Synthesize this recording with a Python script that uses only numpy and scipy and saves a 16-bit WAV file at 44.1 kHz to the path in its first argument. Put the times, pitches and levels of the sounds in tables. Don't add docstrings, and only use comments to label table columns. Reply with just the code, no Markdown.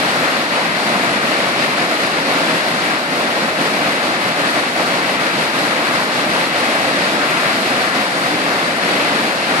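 import sys
import numpy as np
from scipy import signal
from scipy.fft import rfft, irfft, next_fast_len
from scipy.io import wavfile

SR = 44100
rng = np.random.default_rng(int(sys.argv[2]) if len(sys.argv) > 2 else 0)


def transcribe(u):
    v = np.clip(np.atleast_2d(u).T, -1, 1)
    q = np.round(v * 32767).astype(np.int16)
    wavfile.write(sys.argv[1], SR, q)


def nominal_scale(level):
    x = np.asarray(level, float) / 20
    return 10 ** x


N = 423338

BURSTS_PER_S, BURST_SPREAD_DB = 30000, 1.5
# pitch_hz, surge_share, flicker_db, slap_db
BUBBLE_SIZES = [
    (60, 0.74, -0.2, 1),
    (250, 0.93, -0.23, 0.33),
    (700, 1.2, 0, 0.56),
    (1430, 0.85, .5, 0.27),
    (2500, 0.91, 0.63, 0.5),
    (4520, 1.05, .5, 0.36),
    (9000, 0.97, 0.4, 0.5),
]
# start_s, level_db, lean_to_large_db_per_octave
WEIR_FLOW = [(0, .8, -0.15), (.6, 0.64, 0.06), (1.2, .5, 0.16), (1.8, 1.2, 0.07), (2.4, 0.86, 0.27),
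             (3, 1.3, 0.25), (3.6, .4, .1), (4.2, 1.1, 0.36), (4.8, 1.5, 0.05), (5.4, 0.1, 0),
             (6, 0.6, -0.04), (6.6, .5, 0.04), (7.2, 0.36, -0.06), (7.8, 0.6, -0.14), (8.4, -0.4, .1),
             (9, 1.7, 0.2), (9.6, 2.5, .1)]
MIDDLE_HZ, LEAN_LIMIT_OCTAVES = 1400, 2.2
SWELL_DB, SWELL_HZ, FLICKER_HZ, SLAP_HZ = 0.29, 1.7, 9.3, 13.3
# centre_s, depth_db, width_s, large_bubble_sag_db_per_octave
PLUNGE_LULLS = [(0.508, 2, 0.056, 0.3), (0.749, 2, 0.031, -0.3), (1.213, 1.1, 0.029, -0.2),
                (1.542, 1.8, 0.028, 0.3), (1.745, 3, 0.034, -0.2), (1.881, 2.8, 0.023, 0.5),
                (1.987, 3.5, 0.02, 0.5), (2.14, 2, 0.038, 0.1), (2.242, 2.1, 0.022, -0.3),
                (2.625, 1.3, 0.026, 0.3), (2.793, 2, 0.051, 0.2), (3.08, 3.5, 0.061, -0.1),
                (3.299, 1.5, 0.064, 0.3), (3.548, 3.5, 0.037, 0.1), (4.008, 2.5, 0.035, 0.3),
                (4.196, 3.5, 0.024, 0.4), (4.361, 2.5, 0.037, 0.2), (4.534, 2.3, 0.022, 0.5),
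                (4.735, 4.5, 0.038, 0.5), (5.042, 1.2, 0.044, -0.2), (5.188, 2.2, 0.017, -0.8),
                (5.355, 2, 0.032, -0.3), (5.522, 3, 0.025, 0.1), (6.1, 1.8, 0.034, -0.2),
                (6.285, 1.8, 0.015, -0.5), (6.526, 2, 0.026, 0.1), (7.934, 2, 0.015, -0.4),
                (8.121, 2.1, 0.02, 0.6), (8.783, 2.5, 0.064, 0.1), (9.436, 3.5, 0.13, 0)]
SAG_TO_REFILL = 1.56
# centre_s, pitch_hz, lift_db, width_s
CHURN_PATCHES = [(.215, 160, 2.6, .04), (.484, 780, 1.5, .04), (.584, 920, 2.5, 0.029),
                 (1.392, 5230, 1.5, 0.036), (1.512, 160, 1.5, .04), (1.851, 230, 2.5, 0.045),
                 (2.32, 390, 1.9, .04), (2.49, 2000, 0.5, .04), (2.9, 2000, 1, .04), (3.203, 160, 2, .04),
                 (3.547, 1310, 2, .04), (4.615, 200, 2.2, .04), (4.82, 600, 0.5, 0.035),
                 (5.004, 390, 2.1, .04), (5.932, 550, 2, 0.032), (6.42, 2000, 0, 0.036),
                 (6.63, 390, 2.5, .04), (6.755, 1310, 3, 0.028), (6.934, 200, 2, .04),
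                 (7.234, 650, 2, 0.036), (7.53, 400, 2, .04), (7.678, 160, 3, 0.037),
                 (7.85, 2200, 0.5, 0.033), (8.082, 330, 1.5, .04), (8.346, 190, 3, .04),
                 (8.516, 920, 2.5, .04), (9.024, 200, 1.5, .04), (9.1, 3000, 1.5, .04)]
PATCH_SPREAD_OCTAVES = 0.81
CURVE_STEP_S, DRIFT_STEP = 0.002, 40

# pitch_hz, density_db_per_hz
LEFT_COLOUR = [(30, -84), (50, -86.5), (160, -53.5), (280, -48.5), (430, -53.5), (700, -49), (1000, -51),
               (1950, -47.5), (3400, -60), (4400, -59.0), (6300, -73.5), (7800, -74), (9800, -73),
               (14400, -80)]
# pitch_hz, density_db_per_hz
RIGHT_COLOUR = [(30, -82), (50, -81.5), (160, -52.5), (280, -47.5), (400, -53.5), (560, -47), (700, -49),
                (830, -53.5), (1200, -52), (2100, -57.5), (4400, -57.5), (6000, -67.5), (12500, -72.5),
                (14400, -73)]
# pitch_hz, weir_power_share (0-1)
WEIR_SHARE = [(43, 0.32), (110, 0.95), (300, 1), (430, 0.8), (550, 0.98), (720, 0.92), (1000, 0.62),
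              (1700, 0.56), (2050, 0.44), (2600, 0.74), (3300, 0.14), (5500, 0.1), (7400, 0.18),
              (11000, 0.4)]
# pitch_hz, lag_rad
LEFT_PHASE_LAG = [(60, -0.03), (450, 0.36), (750, 0.62), (1000, 1.17), (1200, 1.5), (1900, 3.5),
                  (2300, 5.5), (2800, 7), (3300, 9), (4400, 9), (5400, 14), (6100, 10), (8000, 16),
                  (12000, 25.5)]
# pitch_hz, threshold_db
TREBLE_FLOOR = [(8000, -89), (10500, -77), (12000, -73.5), (13200, -71.5), (14300, -67)]
FRAME, FRAME_START = 2048, 437
LEFT_KEEPS_DB, FOLLOWS_LEVEL = 3, 0.9
LEFT_FADES_HZ, LEFT_FADE_DB_PER_KHZ = 11800, 7
CEILING = 0.92


def bursts():
    born = rng.random((3, N)) < BURSTS_PER_S / SR
    size_db = BURST_SPREAD_DB * np.minimum(rng.exponential(1, (3, N)), 4)
    clicks = born * nominal_scale(size_db) * rng.standard_normal((3, N))
    return clicks / np.std(clicks)


def water(hz, size):
    surge_db, lean_db = surge()
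    slap = drift(SLAP_HZ)
    cloud = rfft(bursts(), size)
    log_pitches = np.log(np.array(BUBBLE_SIZES)[:, 0])
    total = 0
    for one, (pitch_hz, share, flicker_db, slap_db) in zip(np.eye(len(BUBBLE_SIZES)), BUBBLE_SIZES):
        weight = np.interp(np.log(hz), log_pitches, one)
        band = irfft(cloud * weight, size)[:, :N]
        octaves = np.clip(np.log2(MIDDLE_HZ / pitch_hz), -LEAN_LIMIT_OCTAVES, LEAN_LIMIT_OCTAVES)
        level_db = share * surge_db + octaves * lean_db + patches(pitch_hz)
        level_db = level_db + SWELL_DB * drift(SWELL_HZ)
        level_db = level_db + flicker_db * drift(FLICKER_HZ) + slap_db * slap
        total = total + band * nominal_scale(level_db)
    return total


def surge():
    level_db, lean_db = in_time(WEIR_FLOW)
    dents = np.array([bump(s, width_s * SAG_TO_REFILL, width_s / SAG_TO_REFILL)
                      for s, _, width_s, _ in PLUNGE_LULLS])
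    _, depth_db, _, large_db = np.transpose(PLUNGE_LULLS)
    return level_db - fine(depth_db @ dents), lean_db - fine(large_db @ dents)


def patches(pitch_hz):
    lift_db = 0
    for s, patch_hz, peak_db, width_s in CHURN_PATCHES:
        distance = np.log2(patch_hz / pitch_hz) / PATCH_SPREAD_OCTAVES
        lift_db = lift_db + peak_db * np.exp(-0.5 * distance ** 2) * bump(s, width_s, width_s)
    return fine(lift_db)


def drift(rate_hz):
    pole = np.exp(-2 * np.pi * rate_hz * DRIFT_STEP / SR)
    noise = rng.standard_normal(N // DRIFT_STEP + 2002)
    slow = signal.lfilter([1], [1, -2 * pole, pole * pole], noise)[2000:]
    return np.interp(np.arange(N) / DRIFT_STEP, np.arange(len(slow)), slow / slow.std())


def bump(s, before_s, after_s):
    coarse_s = np.arange(0, N / SR + 0.01, CURVE_STEP_S)
    return np.exp(-0.5 * ((coarse_s - s) / np.where(coarse_s < s, before_s, after_s)) ** 2)


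def fine(coarse):
    return np.interp(np.arange(N) / SR, CURVE_STEP_S * np.arange(len(coarse)), coarse)


def in_time(rows):
    s, *columns = np.transpose(rows)
    return [np.interp(np.arange(N) / SR, s, column) for column in columns]


def at_hz(points, hz):
    table_hz, values = np.transpose(points)
    return np.interp(np.log(hz), np.log(table_hz), values)


def ports(clouds, hz, size):
    weir, foam_left, foam_right = rfft(clouds, size)
    alike = np.clip(at_hz(WEIR_SHARE, hz), 0, 1)
    direct, diffuse = np.sqrt(alike), np.sqrt(1 - alike)
    late = np.exp(-1j * np.interp(hz, *np.transpose(LEFT_PHASE_LAG)))
    left = nominal_scale(at_hz(LEFT_COLOUR, hz)) * (direct * weir * late + diffuse * foam_left)
    right = nominal_scale(at_hz(RIGHT_COLOUR, hz)) * (direct * weir + diffuse * foam_right)
    return irfft(np.array([left, right]), size)[:, :N] * np.sqrt(SR / 2)


def thin_treble(x):
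    window = dict(fs=SR, window="cosine", nperseg=FRAME, noverlap=FRAME // 2, scaling="psd")
    hz, _, parts = signal.stft(np.pad(x, ((0, 0), (FRAME_START, 0))), **window)
    treble = np.abs(parts[:, hz > 7000]).mean(axis=1, keepdims=True)
    riding = (treble / treble.mean(axis=2, keepdims=True)) ** FOLLOWS_LEVEL
    riding = riding * nominal_scale([[[-LEFT_KEEPS_DB]], [[0]]])
    fade_db = LEFT_FADE_DB_PER_KHZ * np.maximum(hz - LEFT_FADES_HZ, 0) / 1000
    floor_db = at_hz(TREBLE_FLOOR, hz + 1) + np.outer([1, 0], fade_db)
    kept = np.abs(parts) > nominal_scale(floor_db)[:, :, None] * riding
    return signal.istft(parts * kept, **window)[1][:, FRAME_START:FRAME_START + N]


def scene():
    size = next_fast_len(N)
    hz = np.maximum(np.arange(size // 2 + 1) * SR / size, 1)
    return ports(water(hz, size), hz, size)


def top_cut(x):
    return signal.sosfilt(signal.butter(12, 14430, fs=SR, output="sos"), x)


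def record(dry):
    rounded = dry / (1 + (dry / CEILING) ** 4) ** 0.25
    return top_cut(thin_treble(rounded))


dry = scene()
out = record(dry)
transcribe(out)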